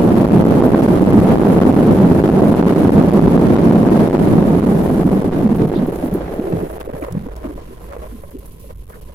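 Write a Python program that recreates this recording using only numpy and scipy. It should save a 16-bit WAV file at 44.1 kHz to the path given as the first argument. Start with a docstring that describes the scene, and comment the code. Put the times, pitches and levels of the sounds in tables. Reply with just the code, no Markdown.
"""Landing roll from a window seat

An airliner rolls out after landing. Reverse thrust, the judder of the hull and deep jolts overload the
microphone, so the roar stutters in ragged bursts. It holds, then sinks unevenly, the bass first, with brief
returns. Soft low swells, rattling and clacking cabin trim, small squeaks and ticks come through, over a low hum
of the hull, ventilation and a flickering hiss."""
import sys
import numpy as np
from scipy import signal
from scipy.fft import rfft, irfft, next_fast_len
from scipy.io import wavfile
from scipy.ndimage import uniform_filter1d, map_coordinates

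SR = 44100
rng = np.random.default_rng(int(sys.argv[2]) if len(sys.argv) > 2 else 0)


def wav_out(sig):
    """Save sig, one row per channel (or a flat mono array), as 16-bit PCM at SR to the path in sys.argv[1]."""
    wavfile.write(sys.argv[1], SR, np.round(np.clip(np.atleast_2d(sig).T, -1, 1) * 32767).astype(np.int16))


N = 403074
TIME = np.arange(N) / SR  # s
FREQ = np.maximum(np.arange(N // 2 + 1) * SR / N, 1)  # Hz

# course of the roar: holds, then sinks unevenly with brief returns: time_s, level_db (against its start)
ROAR_COURSE = [(0, 0), (1.5, 1), (2.4, -0.24), (4.0, 0.5), (5.1, -4.5), (5.65, -6.5), (6.0, -9.5),
               (6.3, -10), (6.6, -12.5), (7.25, -20), (7.75, -25.5), (8.0, -21), (8.2, -31), (8.75, -38),
               (9.14, -30)]
# colour of the pressure from the engines: frequency_hz, density_db (per Hz)
PRESSURE = [(14, -4), (30, 3.5), (55, 0), (110, -3.5), (200, -2), (350, -10.5), (700, -24.5), (1300, -37.5),
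            (2500, -49.5), (5000, -56.5), (8300, -54), (11200, -46.5), (13500, -52.5), (16000, -76)]
# colour of the hull on its wheels: frequency_hz, density_db (per Hz)
HULL = [(15, 4), (28, -10), (42, 5.5), (53, 8.5), (70, -0.5), (100, -5.5), (150, -11.5), (220, -14.5),
        (330, -68), (1500, -83)]
# gusts and lulls in the rush of exhaust and air: centre_s, half_length_s, gain_db
GUSTS = [(0.055, 0.0084, 5), (0.68, 0.05, 2), (1.92, 0.011, 2), (2.42, 0.016, 5), (3.16, 0.01, -1),
         (3.35, 0.016, 2), (4.235, 0.014, -1), (4.675, 0.015, 1), (4.86, 0.077, 1), (5.13, 0.013, 2.5),
         (5.31, 0.025, -0.5), (5.53, 0.024, 0.5), (5.73, 0.044, 0.5), (6.26, 0.025, -4.5), (6.5, 0.097, 2),
         (8.81, 0.05, -1.5)]
# resonances of single panels: frequency_hz
PANEL_HZ = [474, 547, 567, 627]


def undb(db):
    """Decibels to gain."""
    return 10 ** (np.asarray(db) / 20)


def unit(x):
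    """Scale to an rms of one."""
    return x / np.sqrt(np.mean(x ** 2))


def steady(x, window_s=.5):
    """Even out the level to an rms near one over a sliding window, alike at both ports."""
    return x / np.sqrt(uniform_filter1d(np.mean(x ** 2, axis=0), int(SR * window_s)))


def curves(table):
    """Each column of a table joined by straight lines in time."""
    s, *columns = np.transpose(table)
    return [np.interp(TIME, s, c) for c in columns]


def response(points):
    """Gain at every frequency from (Hz, dB) points."""
    hz, db = np.transpose(points)
    return undb(np.interp(np.log(FREQ), np.log(hz), db))


def shaped(x, gain):
    """Filter without phase shift."""
    size = next_fast_len(N, real=True)
    bins_hz = np.arange(size // 2 + 1) * SR / size
    return irfft(rfft(x, size) * np.interp(bins_hz, FREQ, gain), size)[..., :N]


def above(hz):
    """Gain of a steep high-pass; its complement is the low-pass."""
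    return 1 / (1 + (hz / FREQ) ** 6)


def walk(rate_hz):
    """Smooth random wander with a spread of one."""
    return unit(shaped(rng.standard_normal(N), np.exp(-(FREQ / rate_hz) ** 2)))


def field(points):
    """Diffuse cabin noise: alike at both microphone ports in the bass, unrelated in the treble."""
    # side against mid: frequency_hz, gain_db
    width = [(30, -48.5), (120, -8.5), (250, -17.5), (500, -8.5), (1000, -0.5), (2000, 0.5)]
    mid, side = rng.standard_normal((2, N))
    side = shaped(side, response(width))
    return unit(shaped(np.array([mid + side, mid - side]), response(points)))


def saturate(x, knee):
    """Linear for small swings, flat beyond one."""
    return x / (1 + np.abs(x) ** knee) ** (1 / knee)


def swell(s, length):
    """The samples near time s and a bell-shaped envelope over them."""
    near = np.flatnonzero(np.abs(TIME - s) < 4 * length)
    return near, np.exp(-.5 * ((TIME[near] - s) / length) ** 2)


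def swells(table):
    """Level in dB that rises or falls around each row's time."""
    return sum(db * np.exp(-.5 * ((TIME - s) / length) ** 2) for s, length, db in table)


def strike(s, rise, fade):
    """The samples after time s and an envelope over them that rises fast and fades."""
    near = np.flatnonzero((TIME >= s) & (TIME < s + 8 * fade))
    age = TIME[near] - s
    return near, np.minimum(age / rise, 1) * np.exp(-age / fade)


def burst(s, hz, length, spread, side_db):
    """A short swell of noise in a band around hz, with an rms of one at its top."""
    size = 2 ** 14
    f = np.maximum(np.arange(size // 2 + 1) * SR / size, 1)
    band = np.exp(-.5 * (np.log(f / hz) / spread) ** 2)
    mid, side = irfft(rfft(rng.standard_normal((2, size))) * band)
    near, bell = swell(s, length)
    ports = mid + undb(side_db) * side * np.array([[1], [-1]])
    out = np.zeros((2, N))
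    out[:, near] = unit(bell * ports[:, near % size]) * np.sqrt(np.mean(bell ** 2))
    return out


def overload():
    """Deep swings pin the microphone: returns the squared-off roar and the share of small sounds let by."""
    # drive against the microphone's limit: time_s, engine_db (before surges), judder_db
    shake = [(0, 4, -7), (4.2, 2, -6.5), (5.5, 0.5, -4), (6.3, -0.5, -9.5), (7.3, -1, -3),
             (7.8, -9.5, -4.5), (9.14, -8.5, -4)]
    # the microphone's bass cut: frequency_hz, gain_db
    bass_cut = [(20, -103), (55, -22.5), (100, -8), (135, -6.5), (175, -0.5), (260, -2), (500, -6.5)]
    engine_db, judder_db = curves(shake)
    surge_db = 0.5 * walk(rate_hz=37.0)
    engines = field(PRESSURE) * undb(engine_db + surge_db)
    judder = field(HULL)[0] * undb(judder_db)
    pressure = engines + judder + jolts()
    passing = 1 / (1 + np.abs(pressure) ** 6)
    return shaped(saturate(pressure, knee=120), response(bass_cut)), passing


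def jolts():
    """Each jolt judders the airframe briefly; every deep swing, up or down, cuts the roar for an instant."""
    # jolts that choke the microphone: centre_s, half_length_s, level_db (relative to one another)
    jolt_rows = [(0.263, 0.012, 15.5), (0.292, 0.0098, 16.5), (0.435, 0.01, 16), (0.46, 0.02, 12),
                 (0.622, 0.012, 7), (0.713, 0.0026, 5), (0.754, 0.0093, 9), (0.892, 0.014, -1),
                 (1.122, 0.011, 10), (1.369, 0.012, 12), (1.413, 0.011, 11), (1.562, 0.0097, 7.5),
                 (1.609, 0.0061, 12), (1.641, 0.0086, 9.5), (1.723, 0.017, 9), (2.222, 0.0083, 10),
                 (2.305, 0.013, 11.5), (2.545, 0.0083, 12), (2.641, 0.013, 14.5), (2.689, 0.0062, 10.5),
                 (2.711, 0.0085, -0.5), (3.065, 0.0049, 6.5), (3.113, 0.015, 9.5), (3.201, 0.013, 6),
                 (3.38, 0.014, 10), (3.572, 0.012, 9.5), (3.892, 0.0074, 8), (4.104, 0.024, 12),
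                 (4.175, 0.025, 9), (4.269, 0.014, 7.5), (4.624, 0.0069, 12), (4.827, 0.0053, 0),
                 (4.882, 0.004, 15), (5.038, 0.0057, 8.5), (5.103, 0.0066, 7), (5.21, 0.0046, 7),
                 (5.238, 0.013, 3.5), (5.309, 0.018, 7.5), (5.42, 0.01, 0), (5.669, 0.017, 5.5),
                 (5.702, 0.028, 7), (5.865, 0.0088, 8), (5.916, 0.0067, 8.5), (6.105, 0.0041, 1),
                 (6.205, 0.0077, 2), (6.263, 0.015, 2), (6.317, 0.014, 3), (6.693, 0.013, 4),
                 (6.724, 0.0062, 11), (6.788, 0.0052, 20), (6.836, 0.012, 8), (6.885, 0.011, 12.5),
                 (6.923, 0.0055, 14), (7.051, 0.01, 1), (7.091, 0.008, 13), (7.293, 0.027, 3.5),
                 (7.35, 0.0068, 14), (7.55, 0.0039, 8), (7.899, 0.0028, 11), (7.981, 0.0037, 3),
                 (8.379, 0.0037, 18), (8.506, 0.01, 5), (8.743, 0.0046, 20), (8.777, 0.012, 1.5),
                 (8.864, 0.012, 6), (9.006, 0.0036, 15)]
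    start_hz, sag_hz_per_s = 53.4, 1  # the judder slows with the wheels
    all_jolts_db = 2
    out = np.zeros(N)
    for s, length, db in jolt_rows:
        near, bell = swell(s, length)
        hz = start_hz - sag_hz_per_s * s
        out[near] += undb(db + all_jolts_db) * bell * np.cos(2 * np.pi * hz * (TIME[near] - s))
    return out


def roar(overloaded, passing):
    """The overloaded roar holds, then sinks unevenly, the bass first, and takes on the ring of the cabin."""
    # cabin resonances that stand out as the roar sinks: frequency_hz, gain_db
    cabin_ring = [(110, 6), (180, 5), (220, -7.5), (275, -9), (340, -1.5), (440, 2.5), (640, 3), (770, 2.5),
                  (900, 0.5), (1030, 0), (1230, 0.5), (1900, 3.5), (5000, -0.5), (9000, 6.5), (12500, 14),
                  (15500, 21.5)]
    # buffets that swell the boom, and lulls between them: centre_s, half_length_s, gain_db
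    buffets = [(0.15, 0.04, 1.5), (0.37, 0.035, 2.5), (0.515, 0.021, 3), (0.795, 0.015, -8),
               (1.19, 0.036, 6), (1.275, 0.014, -10), (1.315, 0.014, 5.5), (1.8, 0.032, -0.5),
               (1.93, 0.026, 4), (2.03, 0.026, 4), (2.115, 0.0096, 8.5), (2.48, 0.017, 1),
               (2.76, 0.046, -3), (3.01, 0.057, 2), (3.27, 0.02, 4), (3.68, 0.017, 6.5), (3.77, 0.018, 1),
               (4.01, 0.03, 0), (4.13, 0.024, -9), (4.36, 0.031, 4), (4.56, 0.031, 3), (4.71, 0.014, 1),
               (4.88, 0.021, -3), (5.225, 0.012, -9), (5.325, 0.02, -10), (5.735, 0.021, -12)]
    # surges that sharpen the ragged edge: centre_s, half_length_s, gain_db
    surges = [(0.2, 0.038, 1), (0.515, 0.013, 1.5), (0.83, 0.025, 1), (1.2, 0.014, 3.5), (1.31, 0.022, 4),
              (1.62, 0.014, 4.5), (2.005, 0.009, 1), (2.6, 0.022, 2.5), (2.688, 0.011, 6),
              (2.995, 0.012, 2.5), (3.565, 0.011, 6), (3.91, 0.011, 0.5), (4.0, 0.012, 3)]
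    # how each part follows the course: start_db, slope (dB per dB), knee_db, further slope below the knee
    boom_law = (-14, 0.58, -7.5, 6)
    rush_law = (-15.5, 0.97, -8.5, 0.44)
    rasp_law = (-32, 0.89, 2.5, -0.0246)
    chop_share = 0.43  # of the sinking roar that a choke cuts away

    ringing = np.interp(TIME, [5.5, 6.6], [0, 1])
    heard = (1 - ringing) * overloaded + ringing * shaped(overloaded, response(cabin_ring))
    rush, rasp, air = above(hz=304), above(hz=930), above(hz=5800)

    boom_db = swells(buffets) + 0.87 * walk(rate_hz=18)
    boom = steady(shaped(heard, 1 - rush), window_s=0.213) * follow(boom_law) * undb(boom_db)

    exhaust = steady(shaped(heard, rush - rasp), window_s=0.15)
    exhaust = exhaust * follow(rush_law) * undb(swells(GUSTS))

    # a wash of airflow lies under the ragged edge of the roar
    airflow = field(PRESSURE)
    wash = steady(passing * shaped(airflow, rasp - air)) * undb(-17.5)
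    edge = steady(shaped(heard, rasp - air), window_s=.25) + wash
    edge = edge * follow(rasp_law) * undb(swells(surges))

    # the roar flutters more deeply late in the roll
    flutter = undb(np.interp(TIME, [4.5, 6.5], [1.0, 2.6]) * walk(rate_hz=99) + 0.18)
    # and the judder of the wheels chops what is left of it
    chop = 1 - ringing * chop_share * (1 - uniform_filter1d(passing, size=130))
    ragged = flutter * chop * (exhaust + edge) * undb(1.0 * ringing)
    return boom + ragged + treble(shaped(heard, air), shaped(airflow, air), passing)


def follow(law):
    """Gain of one part of the roar: it follows the course, on a second slope below a knee."""
    start_db, slope, knee_db, further = law
    course_db = curves(ROAR_COURSE)[0]
    return undb(start_db + slope * course_db + further * np.minimum(course_db - knee_db, 0))


def treble(crackle, airflow, passing):
    """Airy hiss: one part cuts out with the roar, a smoother part lies under it."""
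    # course of the treble hiss, before one common trim: time_s, level_db
    hiss_course = [(0, -46.5), (4.65, -48), (4.88, -45), (5.25, -51), (6.0, -51), (6.25, -55.5), (6.6, -52),
                   (6.85, -53.5), (7.3, -60), (7.8, -57.5), (8.25, -53.5), (8.6, -55.5), (8.8, -57),
                   (9.14, -56.5)]
    smoother = steady(uniform_filter1d(passing, size=220) * airflow) * undb(1.0)
    hiss = steady(crackle, window_s=0.31) + smoother
    return hiss * undb(curves(hiss_course)[0] - 2.65) * flicker()


def flicker():
    """The treble wavers, more so late in the roll, and flares in short spits with a sudden start."""
    spits_per_s, fade_s, spit_db = 20, 0.0077, -9  # dB against the steady hiss, for the strongest spits
    waver_db = np.interp(TIME, [4, 6.5], [0.9, 1.7]) * walk(rate_hz=11)
    starts = (rng.random(N) < spits_per_s / SR) * rng.uniform(.3, 1, N)
    spits = signal.lfilter([1], [1, -np.exp(-1 / (fade_s * SR))], starts)
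    return undb(waver_db) * np.hypot(1, undb(spit_db) * spits)


def flares():
    """Crackly flares of treble leap out of the hiss and fade."""
    # sudden flares: start_s, fade_s, level_db (relative to one another)
    flare_rows = [(0.645, 0.022, -38), (4.83, 0.035, -42), (5.115, 0.045, -44), (5.555, 0.02, -41),
                  (5.862, 0.012, -44), (5.945, 0.019, -44), (6.045, 0.03, -42), (6.135, 0.022, -37),
                  (6.333, 0.014, -40), (6.71, 0.012, -42), (6.755, 0.0085, -50), (6.797, 0.0077, -38),
                  (7.028, 0.0095, -55), (7.22, 0.025, -57), (8.305, 0.013, -43), (8.385, 0.011, -40),
                  (8.455, 0.011, -39), (8.518, 0.015, -44), (8.595, 0.041, -46), (8.8, 0.014, -58),
                  (8.892, 0.016, -42), (9.012, 0.0088, -40)]
    # colour of a flare: frequency_hz, density_db (per Hz)
    flare_colour = [(2000, -21), (4500, -10), (8000, -7.5), (11500, 4.5), (14500, 0), (16000, -6)]
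    rise_s, all_flares_db = 0.0044, 1
    level = np.zeros(N)
    for s, fade, db in flare_rows:
        near, blow = strike(s, rise_s, fade)
        level[near] += undb(db + all_flares_db) * blow
    return field(flare_colour) * level * undb(2.0 * walk(rate_hz=140))


def low_swells():
    """Soft, short swells of low-pitched noise, nearly alike at both ports, as the roar sinks."""
    # swells: centre_s, pitch_hz, half_length_s, level_db (relative to one another)
    swell_rows = [(5.058, 220, 0.0055, -2), (5.278, 191, 0.0095, -11), (5.456, 210, 0.017, -7.5),
                  (5.529, 187, 0.0061, -13), (5.63, 161, 0.02, -13), (5.767, 328, 0.0036, -9),
                  (5.788, 189, 0.0064, -12), (5.833, 209, 0.0067, -11), (5.886, 320, 0.0041, -10.5),
                  (5.618, 350, 0.033, -13.5), (6.042, 275, 0.0094, -14.5), (6.073, 265, 0.016, -18.5),
                  (6.15, 172, 0.016, -13.5), (6.158, 320, 0.0063, -10), (6.396, 220, 0.0041, -11),
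                  (6.52, 366, 0.095, -20), (6.536, 176, 0.01, -13), (6.563, 127, 0.017, -17.5),
                  (6.63, 173, 0.03, -22.5), (6.64, 334, 0.016, -17.5), (6.877, 417, 0.0061, -21),
                  (6.899, 323, 0.0028, -21), (6.947, 192, 0.0039, -18), (7.025, 327, 0.0073, -19.5),
                  (6.988, 474, 0.037, -27), (7.142, 142, 0.019, -18.5), (7.15, 189, 0.0048, -20.5),
                  (7.175, 185, 0.0053, -9.5), (7.213, 176, 0.024, -24.5), (7.265, 264, 0.0091, -24),
                  (7.418, 370, 0.007, -35), (7.458, 284, 0.01, -18.5), (7.502, 330, 0.018, -25.5),
                  (7.56, 295, 0.016, -30), (7.71, 280, 0.017, -33), (8.145, 232, 0.016, -29.5),
                  (8.35, 305, 0.0078, -25), (8.373, 323, 0.022, -32.5)]
    low_noise = sum(undb(db) * burst(s, hz, length, spread=0.21, side_db=-25)
                    for s, hz, length, db in swell_rows)
    return undb(-3.0) * low_noise


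def clacks():
    """A loose panel hits its frame: a sudden crack of the trim, then a brief ring of that panel."""
    # sharp clacks: start_s, level_db (relative to one another)
    clack_rows = [(6.609, -20), (6.7, -21), (6.709, -42), (6.806, -39), (6.893, -22), (7.021, -24),
                  (7.065, -23), (7.083, -20.5), (7.15, -23.5), (7.26, -27), (7.285, -27), (7.316, -31),
                  (7.372, -41), (7.44, -21), (7.502, -26.5), (7.577, -24.5), (7.802, -44), (7.817, -45),
                  (7.886, -32), (7.913, -25), (7.965, -24), (7.992, -36), (8.021, -30), (8.236, -28),
                  (8.29, -33), (8.427, -37), (8.642, -34), (8.692, -38), (8.888, -39), (8.902, -34),
                  (9.095, -33)]
    rise_s, fade_s, all_clacks_db = 0.0006, 0.01, -7
    ring_fade_s, ring_db = 0.0085, 7  # dB against the crack
    out, trim = np.zeros((2, N)), field(trim_colour())
    for (s, db), hz in zip(clack_rows, rng.choice(PANEL_HZ, len(clack_rows))):
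        near, blow = strike(s, rise_s, fade_s)
        age = TIME[near] - s
        crack = unit(trim[:, near] * blow) * np.sqrt(np.mean(blow ** 2))
        ring = np.sin(2 * np.pi * hz * age) * np.exp(-age / ring_fade_s)
        out[:, near] += undb(db + all_clacks_db) * (crack + undb(ring_db) * ring)
    return out


def trim_colour():
    """What the loose trim rings with, in clacks and rattles alike."""
    # ring of the trim: frequency_hz, density_db (per Hz)
    trim_points = [(200, -33), (440, 13.5), (600, 17), (800, 1), (1020, 9), (1400, -5), (2000, -6.5),
                   (2900, -20.5), (4500, -30), (9000, -28)]
    return trim_points


def rattles():
    """Loose trim chatters in short fits of tiny collisions, each led by one of the panel resonances."""
    # fits of rattling: centre_s, half_length_s, level_db (relative to one another)
    rattle_rows = [(6.809, 0.008, -23), (6.973, 0.017, -37), (7.04, 0.011, -24), (7.374, 0.025, -38),
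                   (7.456, 0.031, -32), (7.605, 0.017, -38.5), (7.83, 0.037, -42), (7.928, 0.013, -29),
                   (7.962, 0.006, -34), (8.047, 0.02, -34), (8.247, 0.008, -44), (8.317, 0.0078, -43),
                   (8.452, 0.023, -48), (8.708, 0.014, -40.5), (8.9, 0.007, -37), (8.954, 0.021, -40.5),
                   (9.017, 0.011, -42), (9.115, 0.022, -46.5)]
    collisions_per_s, fade_s, chatter_db = 380, 0.0021, -0.5
    fits, rings = np.zeros(N), 0
    picks = rng.integers(0, len(PANEL_HZ), len(rattle_rows))
    for (s, length, db), pick in zip(rattle_rows, picks):
        near, bell = swell(s, length)
        fits[near] += undb(db) * bell
        ring = burst(s, PANEL_HZ[pick], length, spread=0.026, side_db=-39)
        rings = rings + undb(db - 4.5) * ring
    collisions = (rng.random(N) < collisions_per_s / SR) * 1.
    # a little steady buzz lies under the collisions
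    grit = signal.lfilter([1], [1, -np.exp(-1 / (fade_s * SR))], collisions) + .2
    return fits * unit(field(trim_colour()) * grit) * undb(chatter_db) + rings


def squeaks():
    """Cabin fittings squeak: narrow swells of noise at a high pitch, roughened in level."""
    # squeaks: centre_s, pitch_hz, half_length_s, level_db (relative to one another)
    squeak_rows = [(5.77, 3600, 0.019, -52), (6.81, 2970, 0.0028, -46.5), (7.026, 1980, 0.0028, -45),
                   (8.94, 1500, 0.015, -53)]
    tones = sum(undb(db) * burst(s, hz, length, spread=0.21, side_db=-4)
                for s, hz, length, db in squeak_rows)
    return undb(9.0 + 2 * walk(rate_hz=130)) * tones


def ticks():
    """Cabin fittings tick: very short, broad bursts of treble."""
    # sharp ticks: centre_s, level_db (relative to one another)
    tick_rows = [(5.96, -42), (7.125, -38.5), (7.365, -43)]
    clicks = sum(undb(db) * burst(s, hz=9700, length=0.0017, spread=1.0, side_db=0) for s, db in tick_rows)
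    return undb(4.0) * clicks


def hum():
    """The hull hums deeply on its wheels."""
    # course of the hum: time_s, level_db
    hum_course = [(0, -30.5), (3, -32.5), (5.6, -30), (6.5, -32.5), (7.5, -32), (9.14, -35.5)]
    return field(HULL) * undb(curves(hum_course)[0])


def cabin_air():
    """Ventilation and idling engines blow; an airy whistle emerges as the roar sinks."""
    # colour of ventilation and idling engines: frequency_hz, density_db (per Hz)
    idle_colour = [(80, -6), (150, 17), (270, 9), (340, 10.5), (450, 14), (660, -6), (770, -28), (900, -46),
                   (1020, -1), (1220, -36), (1500, -34), (2000, -15), (2800, -11.5), (4000, -15.5),
                   (6300, -20), (10000, -23), (16000, -34)]
    air = field(idle_colour) * undb(-43.5 + 1.5 * walk(rate_hz=20) + swells(GUSTS))
    whistle_db = np.interp(TIME, [6.9, 7.25, 8.2, 8.8, 9.1], [-62, -50, -55, -59, -54])
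    whistle = field([(850, -40), (980, 0), (1070, -2), (1220, -40)]) * undb(whistle_db)
    return air + whistle


def floor_hiss():
    """A faint even hiss goes on when the microphone chokes; its level follows the course of the roar."""
    # colour of the faint hiss: frequency_hz, density_db (per Hz)
    floor_colour = [(800, 15.5), (2000, 12), (6000, -0.5), (11000, -4.5), (16000, -26)]
    start_db, slope = -46, 0.87  # slope in dB per dB of the course
    return field(floor_colour) * undb(start_db + slope * curves(ROAR_COURSE)[0])


def scene():
    """Most sound is slightly louder on the right; late in the roll it also reaches the right port first."""
    # left port against right: frequency_hz, gain_db
    port_tilt = [(60, -2), (200, -1.6), (500, -0.3), (1800, -1.9), (4000, -0.9), (7500, 0), (10000, -3),
                 (12000, -1)]
    overloaded, passing = overload()
    main = roar(overloaded, passing) + flares()
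    details = low_swells() + clacks() + passing * rattles() + squeaks() + ticks()
    background = hum() + passing * cabin_air() + floor_hiss()
    left, right = main + details + background
    lag_s = np.interp(TIME, [6.4, 6.5], [0, .00038])
    left = map_coordinates(left, [(TIME - lag_s) * SR], order=3)
    tilt = np.sqrt(response(port_tilt))  # half of it on each port
    return np.array([shaped(left, tilt), shaped(right, 1 / tilt)])


def record(dry):
    """The phone rounds the tallest peaks and cuts the top."""
    top_hz = 15950
    rounded = saturate(dry, knee=5)
    return signal.sosfiltfilt(signal.ellip(8, .1, 60, top_hz, fs=SR, output="sos"), rounded)


dry = scene()
out = record(dry)
wav_out(out)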